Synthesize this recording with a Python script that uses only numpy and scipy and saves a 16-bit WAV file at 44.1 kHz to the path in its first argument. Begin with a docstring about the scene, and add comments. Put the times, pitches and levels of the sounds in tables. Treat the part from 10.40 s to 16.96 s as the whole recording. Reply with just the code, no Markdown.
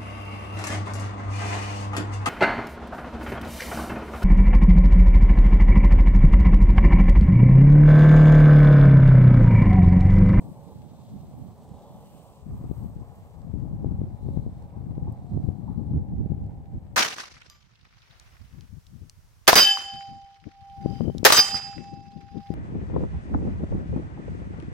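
"""An open field of packed snow, light air, a microphone with two closely spaced ports. Some 15 m off to
the right a car drives leftwards: its tyres roar, whine faintly and throw hissing snow, and now and then
a wheel slips, sings and scrapes. From two seconds on, with the car past centre, gusts buffet each port
separately. Around five seconds the wheels thump over ruts; then the car turns away, duller, over 30 m off."""
import sys
import numpy as np
from scipy import signal
from scipy.fft import rfft, irfft
from scipy.io import wavfile
from scipy.ndimage import uniform_filter1d, map_coordinates

SR = 44100
rng = np.random.default_rng(int(sys.argv[2]) if len(sys.argv) > 2 else 0)


def waveform_to_disk(signal):
    """Save audio, clipped to [-1, 1], as 16-bit WAV at the path in sys.argv[1]."""
    frames = np.transpose(np.atleast_2d(signal))
    scaled = np.clip(frames, -1, 1) * 32767
    samples = np.round(scaled).astype(np.int16)
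    wavfile.write(sys.argv[1], SR, samples)


N = 289296
TIME, BINS = np.arange(N) / SR, np.fft.rfftfreq(N, 1 / SR)

# the car from the microphone: t/s, distance/m, lag of the left port/samples, dullness of the roar/0-1
CAR_PATH = [(0, 14.9, 5, 0.7), (.55, 19, 3, 0.5), (1.05, 14.7, 3.2, 0.44), (1.5, 21, -3.5, 0.44),
            (2.2, 17.4, -6, 0), (3.3, 23.1, -7.5, 0.42), (4, 26.8, -9, 0.53), (5.3, 28.3, -8.5, 0.38),
            (5.7, 36, -8, 0.97), (6.56, 32, -6.5, 0.93)]
# tyres rolling on packed snow: t/s, level/dB
ROAR_LEVEL = [(0, -55.5), (.58, -59), (1.08, -60), (1.45, -55.5), (1.96, -59.5), (2.2, -58), (4.7, -59),
              (6.14, -59.5), (6.56, -62)]
# their roar: f/Hz, level/dB
ROAR_SPECTRUM = [(60, -10), (150, 2), (340, -4), (450, 1), (570, 3), (650, 1), (740, 2), (850, 1.5),
                 (1000, -1.5), (1200, -6), (1450, -18.5), (2200, -31.5), (3200, -43.5)]
# a spinning wheel sings: t/s, length/s, f/Hz, glide from start to end/Hz, arch/Hz, level/dB
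WHEEL_SPINS = [(0, 0.56, 852, -44, 5.5, -63), (0, .45, 897, -68, 3.5, -70),
               (0.622, 0.45, 731, -12, -3, -66.5), (1.2, 0.548, 806, 27.5, 26, -63),
               (2.25, 0.78, 822, -17, -1.5, -68), (3.15, 0.56, 801, -43.5, -4, -63),
               (3.55, 0.24, 722, 39, -7, -65), (3.72, 0.29, 837, 32, 3, -61.5),
               (4.08, 0.44, 791, -37.5, 12.5, -64), (4.47, 0.37, 805, 28, 5.5, -60.5),
               (4.589, 0.295, 746, 14.5, 3.5, -63.5), (4.721, 0.61, 720, 53.5, 5, -62),
               (4.85, 1, 802, 50, 14.5, -63.5), (5.52, 0.94, 758.5, 18, 41, -63)]
# its tone and the side notes of uneven tread blocks: multiple of the pitch, level/dB
TREAD_NOTES = [(.908, -7), (1, 0.5), (1.045, -7)]
# wheels slip and grip: t/s, length/s, tread pattern f/Hz, glide/Hz, arch/Hz, level/dB
WHEEL_SLIPS = [(-.3, .72, 57.02, -10, 3, -53.5), (1.122, 1.01, 50.04, -1.5, 8, -57.5),
               (3.001, 1.487, 55, 1, 0.5, -61)]
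# resonances of the tyre body: f/Hz, level/dB
CARCASS_SPECTRUM = [(380, 15.5), (450, -3.5), (505, -17), (565, 8), (640, -28), (735, -8.5), (850, -12),
                    (1050, -10)]
# a wheel digs in, heard at NEAR_M: peak t/s, half width/s, crunch level/dB, scrape f/Hz, spray level/dB
SNOW_SKIDS = [(.05, 0.14, -80, 4200, -75.5), (.32, 0.082, -74, 3890, -77), (.62, 0.17, -72, 3720, -81),
              (1.23, .04, -79.5, 3700, -79), (1.46, 0.12, -70.5, 3580, -74), (1.74, .16, -69, 2924, -67.5),
              (1.96, 0.062, -75, 2810, -84), (2.19, .04, -82, 3730, -75), (2.39, .09, -78, 4260, -69.5),
              (2.82, .12, -74.5, 2800, -74), (3.92, 0.14, -71.5, 3920, -74), (4.2, 0.08, -73.5, 3600, -77),
              (4.92, .2, -73.5, 4000, -83), (5.4, 0.21, -76.5, 4050, -79)]
# crust breaking: f/Hz, level/dB
CRUNCH_SPECTRUM = [(1400, -24), (2300, -4.5), (3100, -0.5), (4100, 0), (5200, -2.5), (7000, -2), (8500, -3),
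                   (10000, -15), (12000, -19.5), (16000, -33)]
# flung powder: f/Hz, level/dB
SPRAY_SPECTRUM = [(5000, -28.5), (7500, -11.5), (9000, -1.5), (10200, -5.5), (11800, -1), (15500, 0)]
# wheels striking ruts: t/s, level/dB, centre f/Hz, decay/s
RUT_THUMPS = [(4.67, -49, 766, 0.036), (5.279, -40.5, 850, 0.0095), (5.3, -58.5, 953, 0.094)]
# steady wind at the microphone: t/s, level/dB, left minus right/dB, depth of rumble (clipped to 0-1)
STEADY_WIND = [(0, -43.5, -4.5, -2), (1.15, -46.5, -1, 0.1), (1.8, -48.5, -1, 0.27), (2.02, -57.5, 1, 0.7),
               (2.1, -38, 10.5, 0.73), (2.95, -44.5, -0.5, 1), (3.3, -39, -3, 0.71), (4.3, -37, 3, 0.89),
               (5.2, -42, 5, 0.58), (6.56, -40.5, 3, 0.89)]
# gusts that swell and die away: peak t/s, half width/s, left level/dB, right level/dB
PORT_GUSTS = [(0.089, 0.042, -40, -47.5), (0.759, 0.017, -37.5, -34.5), (1.01, 0.054, -48.5, -44.5),
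              (2.13, 0.052, -33, -35), (2.35, 0.15, -31, -39), (2.61, 0.02, -31.5, -45.5),
              (2.79, 0.016, -42.5, -36.5), (3.21, 0.11, -24.5, -45.5), (3.48, 0.091, -24.5, -34),
              (3.612, 0.052, -31.5, -32), (3.74, 0.014, -28.5, -42), (3.868, 0.025, -22.5, -41.5),
              (3.972, 0.018, -23, -51), (4.07, 0.023, -26, -42), (4.431, 0.059, -30.5, -40),
              (4.64, 0.075, -31.5, -31.5), (4.97, 0.039, -31.5, -20.5), (5.09, 0.043, -22, -35.5),
              (5.3, 0.025, -26, -41.5), (5.46, 0.18, -24.5, -38.5), (5.56, 0.037, -28.5, -21.5),
              (5.79, 0.065, -28, -23), (5.921, 0.018, -19.5, -35.5), (6.06, 0.086, -32.5, -30.5),
              (6.36, 0.018, -29.5, -30)]
# large eddies in light air: f/Hz, level/dB
BREEZE_SPECTRUM = [(20, -34), (35, -27.5), (55, -6.5), (100, 3.5), (150, 2.5), (220, -1), (300, -11.5),
                   (400, -19.5)]
# large eddies in strong wind: f/Hz, level/dB
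GALE_SPECTRUM = [(15, -31.5), (35, -4.5), (65, 5), (120, 4), (200, -4), (300, -30), (450, -45)]
# small eddies: f/Hz, level/dB
FLUTTER_SPECTRUM = [(120, 4), (230, 6), (360, -2), (550, -16), (800, -22.5), (1300, -40), (2500, -60),
                    (6000, -70.5)]
# single eddies that slap a port: t/s, level/dB, left minus right/dB, length/s
EDDY_SLAPS = [(2.242, -22, 26, 0.0015), (2.314, -15.5, 29, 0.0013), (2.447, -23, 20, 0.0016),
              (2.565, -25.5, 23, 0.0018), (3.14, -18, 29, 0.0016), (3.446, -15.5, 33, 0.00096),
              (3.617, -15, 35, 0.0013), (3.888, -18.5, 29, 0.001), (3.974, -17, 38, 0.0011),
              (4.065, -22, 28, 0.0011), (4.581, -21, 25, 0.0011), (4.947, -23, -3.5, 0.0015),
              (4.975, -17.5, -24, 0.0011), (5.089, -15.5, 28, 0.0014), (5.577, -22, 5, 0.0016),
              (5.861, -19.5, -22.5, 0.0014), (5.920, -16.5, 39.5, 0.0014)]
# small sharp ticks: t/s, level/dB, centre f/Hz, decay/s
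SHARP_TICKS = [(.419, -57.5, 2270, 0.0023), (1.235, -69, 11020, 0.0095), (2.754, -63, 14000, 0.0076),
               (3.017, -61, 3500, 0.0023), (3.2, -63, 3070, 0.0015), (4.2235, -61, 3280, 0.0026),
               (4.553, -63, 2115, 0.0049), (4.7237, -50.5, 15100, 0.0012), (6.041, -65, 2600, 0.0024),
               (6.064, -65, 4540, .002), (6.257, -64, 2600, .003), (6.468, -64, 2200, .002)]
# open air over the field: f/Hz, level/dB
AIR_SPECTRUM = [(30, -4), (150, 5), (600, -2), (1100, -11.5), (1600, -22.5), (2500, -27.5), (4500, -34),
                (10000, -37), (16000, -31)]
# wind over the ground: f/Hz, level/dB
RUSTLE_SPECTRUM = [(900, -1), (1500, -1.5), (2100, -3), (2800, -10), (4500, -15), (8000, -26.5)]

NEAR_M, SNOW_FALL_DB = 18.74, 9.5  # the snow loses this much with each doubling of distance from NEAR_M
PORT_HZ, PORT_WIDTH_HZ, PORT_DB = 8080, 600, 5  # cavity resonance of the microphone ports
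BAND_LIMIT_HZ = 15800


def tyre_roar(level_db=2.0, uneven_db=1.44, muffle_hz=980):
    """The tread rolls on uneven packed snow; the roar dulls and brightens along the car's path."""
    (roar_db,), (_, _, dullness) = follow(ROAR_LEVEL), follow(CAR_PATH)
    roar = from_car(colour(noise()[0], ROAR_SPECTRUM), colour(noise(), ROAR_SPECTRUM), direct=1)
    muffled = irfft(rfft(roar) / (1 + (BINS / muffle_hz) ** 12), N)
    roar += dullness * (muffled - roar)
    return roar * amp(level_db + roar_db + uneven_db * wander(25)[0])


def wheel_whine(level_db=2.0, waver=0.0021, flicker_db=1.0):
    """Each spinning wheel gives a tone with side notes, whose pitch follows the wheel's speed."""
    out, unsteady = np.zeros(N), 1 + waver * wander(14)[0]
    for row in WHEEL_SPINS:
        during, hz, gain = slip(*row)
        turns = np.cumsum(hz * unsteady[during]) / SR
        tone = sum(amp(db) * np.cos(2 * np.pi * (k * turns + rng.random())) for k, db in TREAD_NOTES)
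        out[during] += gain * evened(tone)
    return from_car(out * amp(level_db + flicker_db * wander(12)[0]))


def tread_whirr(level_db=-1.5, uneven_db=5.0, waver=.013):
    """Overtones of the tread pattern slide through the resonances of the tyres as the wheels slip."""
    tread_hz, gain = np.zeros((2, N))
    for row in WHEEL_SLIPS:
        during, tread_hz[during], gain[during] = slip(*row)
    turns = np.cumsum(tread_hz * (1 + waver * wander(25)[0])) / SR
    overtones = sum(amp(uneven_db * wander(4.4)[0]) * np.cos(2 * np.pi * (k * turns + rng.random()))
                    for k in range(8, 20))
    slipping = gain > 0
    whirr = colour(overtones * slipping, CARCASS_SPECTRUM) * np.sqrt(slipping.mean())  # rms 1 in slips
    return amp(level_db) * gain * from_car(whirr)


def slip(start, length, hz, glide_hz, arch_hz, db, fullness=0.61):
    """A wheel loses grip and finds it again: the samples it lasts, their arching pitch and their gain."""
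    progress = (TIME - start) / length
    during = (progress > 0) & (progress < 1)
    progress = progress[during]
    arch = 4 * progress * (1 - progress)
    return during, hz + glide_hz * (progress - .5) + arch_hz * arch, amp(db) * arch ** fullness


def thrown_snow(scrape_db=-5, rolling_crunch_db=-75, rolling_spray_db=-76, direct=0.38, clumps_db=0.77):
    """The tread crushes crust and flings powder; skids add to both and scrape; distance weakens all."""
    crunch_power, spray_power, weighted_hz = np.zeros((3, N))
    for t, width, crunch_db, hz, spray_db in SNOW_SKIDS:
        bell = swell(t, width)
        crunch_power += amp(crunch_db) ** 2 * bell
        spray_power += amp(spray_db) ** 2 * bell
        weighted_hz += amp(crunch_db) ** 2 * bell * hz
    # where skids overlap, the scrape slides from one pitch to the next
    out = from_car(scrape(weighted_hz / crunch_power)) * np.sqrt(crunch_power) * amp(scrape_db)
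    for spectrum, skid_power, rolling_db in ((CRUNCH_SPECTRUM, crunch_power, rolling_crunch_db),
                                             (SPRAY_SPECTRUM, spray_power, rolling_spray_db)):
        crystals = colour(grains(per_s=9000, spread_db=3.0)[0], spectrum)
        gain = np.sqrt(skid_power + amp(rolling_db) ** 2) * amp(clumps_db * wander(30)[0])
        out += from_car(crystals, colour(noise(), spectrum), direct) * gain
    distance_m = follow(CAR_PATH)[0]
    return out * amp(-SNOW_FALL_DB * np.log2(distance_m / NEAR_M))


def scrape(hz, width_hz=520):
    """Snow squeezed under a sliding tread: a fuzzy band of noise that follows hz."""
    band = irfft(rfft(noise()) * np.exp(-(BINS / width_hz) ** 2), N)
    phase = 2 * np.pi * np.cumsum(hz) / SR
    return evened(band[0] * np.cos(phase) + band[1] * np.sin(phase))


def rut_thumps():
    """The wheels knock dully over ruts."""
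    return from_car(bursts(RUT_THUMPS, octaves=.42)[0])


def from_car(source, scatter=0, direct=1):
    """The direct share of the power reaches one port first; the scattered rest comes from all around."""
    _, lag, _ = follow(CAR_PATH)
    ports = np.array([map_coordinates(source, [np.arange(N) + side * lag / 2], order=3, mode="nearest")
                      for side in (-1, 1)])
    return np.sqrt(direct) * ports + np.sqrt(1 - direct) * scatter


def port_wind(rumble_db=-1, flutter_db=-14, strong_db=-35, lumpy_db=3.0, steadiness=0.77):
    """Large eddies rumble, deeper once the wind gets up; stronger gusts shed more small fluttering ones."""
    port_db = wind_level()
    depth = np.clip(follow(STEADY_WIND)[2], 0, 1)
    eddies = np.sqrt(1 - depth) * colour(noise(), BREEZE_SPECTRUM)
    eddies += np.sqrt(depth) * colour(noise(), GALE_SPECTRUM)
    # partly levelled over 50 ms, so that the gust sets the power of the eddies
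    eddy_power = uniform_filter1d(eddies ** 2 + 1e-6, size=2200)
    eddies = evened(eddies / eddy_power ** (steadiness / 2))
    lumps = wander(56)
    rumble = evened(eddies * amp(lumpy_db * lumps))
    # small eddies come in ragged bunches, on the crests of the large ones
    flutter = evened(colour(noise(), FLUTTER_SPECTRUM) * amp(10 * np.tanh(lumps / 2)))
    growth_db = 2 * np.tanh((port_db - strong_db) / 10)
    return amp(port_db) * (amp(rumble_db) * rumble + amp(flutter_db + growth_db) * flutter)


def wind_level(restless_db=3.5, restless_hz=7):
    """Level in dB at each port: gusts ride on a restless steady wind."""
    steady_db, lean_db, _ = follow(STEADY_WIND)
    power = (amp(steady_db + restless_db * wander(restless_hz)) * panned(lean_db)) ** 2
    for t, width, left_db, right_db in PORT_GUSTS:
        power += amp([[left_db], [right_db]]) ** 2 * swell(t, width)
    return 10 * np.log10(power)


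def eddy_slaps(level_db=-3, edge=0.55):
    """An eddy crossing a port: pressure builds, flips quickly to suction and relaxes."""
    out = np.zeros((2, N))
    for t, db, lean_db, length in EDDY_SLAPS:
        crossing = (TIME - t) / length
        slap = -np.tanh(crossing / edge) * np.exp(-np.hypot(crossing, edge))
        out += panned(lean_db)[:, None] * amp(db) * slap / abs(slap).max()
    return amp(level_db) * out


def ticks(level_db=-1):
    """Brief bright snaps, faint at both ports."""
    return amp(level_db) * bursts(SHARP_TICKS, octaves=1.27)


def open_field(air_db=-64, rustle_db=-74, patchy_db=1.77, breeze_db=-41, growth=0.3):
    """Faint even wash of the open air, and a rustle over the ground that grows with the steady wind."""
    sweep_db = growth * (follow(STEADY_WIND)[0] - breeze_db)
    rustle = colour(grains(per_s=5000, spread_db=1.5), RUSTLE_SPECTRUM)
    rustle *= amp(rustle_db + sweep_db + patchy_db * wander(25))
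    return amp(air_db) * colour(noise(), AIR_SPECTRUM) + rustle


def grains(per_s, spread_db):
    """Breaking snow crystals: many tiny clicks, a few of them larger."""
    size = amp(spread_db * np.minimum(rng.exponential(1, (2, N)), 5))
    return evened(noise() * size * (rng.random((2, N)) < per_s / SR))


def bursts(rows, octaves):
    """Each blow is a puff of noise that dies away, ringing in one band."""
    out, size = np.zeros((2, N)), 16384
    age, bins = TIME[:size] - TIME[size // 20], np.fft.rfftfreq(size, 1 / SR)
    for t, db, hz, decay in rows:
        puff = rng.standard_normal((2, size)) * (age > 0) * np.exp(-abs(age) / decay)
        band = evened(np.exp(-(np.log2((bins + 1) / hz) / octaves) ** 2))
        start = round((t + age[0]) * SR)
        part = out[:, start:start + size]
        part += amp(db) * irfft(rfft(puff) * band)[:, :part.shape[1]]
    return out


def swell(t, width):
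    """Power of a bell that peaks at t and dies away on both sides."""
    return np.exp(-np.minimum(((TIME - t) / width) ** 2, 20))


def colour(x, spectrum):
    """Gives x a spectrum that falls 39 dB an octave beyond its ends; rms 1."""
    hz, db = np.transpose(spectrum)
    octave, known = np.log2(BINS + 1), np.log2(hz + 1)
    beyond = abs(octave - np.clip(octave, known[0], known[-1]))
    return evened(irfft(rfft(x) * amp(np.interp(octave, known, db) - 39 * beyond), N))


def wander(hz):
    """Two slow random curves of rms 1, moving at rates up to about hz."""
    spectrum = rng.standard_normal((2, 1024, 2)) @ [1, 1j]
    return evened(irfft(spectrum * np.exp(-(BINS[:1024] / hz) ** 2), N))


def noise():
    """Unrelated white noise for the two ports."""
    return rng.standard_normal((2, N))


def follow(rows):
    """The columns of a curve table at every sample."""
    t, *columns = np.transpose(rows)
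    return [np.interp(TIME, t, column) for column in columns]


def panned(lean_db):
    """Left and right gains of constant power."""
    pair = np.array([amp(lean_db / 2), amp(-lean_db / 2)])
    return pair / np.sqrt(np.mean(pair ** 2, 0))


def amp(db):
    """Decibels to gain."""
    return 10 ** (np.asarray(db) / 20)


def evened(x):
    """Scales to rms 1."""
    return x / np.sqrt(np.mean(x ** 2) + 1e-20)


def scene():
    """The distant car, the field all around and the wind right on the microphone."""
    car = tyre_roar() + wheel_whine() + tread_whirr() + thrown_snow() + rut_thumps()
    return car + ticks() + open_field() + port_wind() + eddy_slaps()


def record(dry):
    """The microphone: its port cavities ring in the treble, and a steep low-pass ends the band."""
    cavity = amp(PORT_DB * np.exp(-((BINS - PORT_HZ) / PORT_WIDTH_HZ) ** 2))
    soft_ends = signal.windows.tukey(N, .002)
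    heard = irfft(rfft(dry * soft_ends) * cavity, N)
    low_pass = signal.firwin(511, BAND_LIMIT_HZ, window=("kaiser", 9), fs=SR)
    return signal.oaconvolve(heard, low_pass[None], "same")


dry = scene()
out = record(dry)
waveform_to_disk(out)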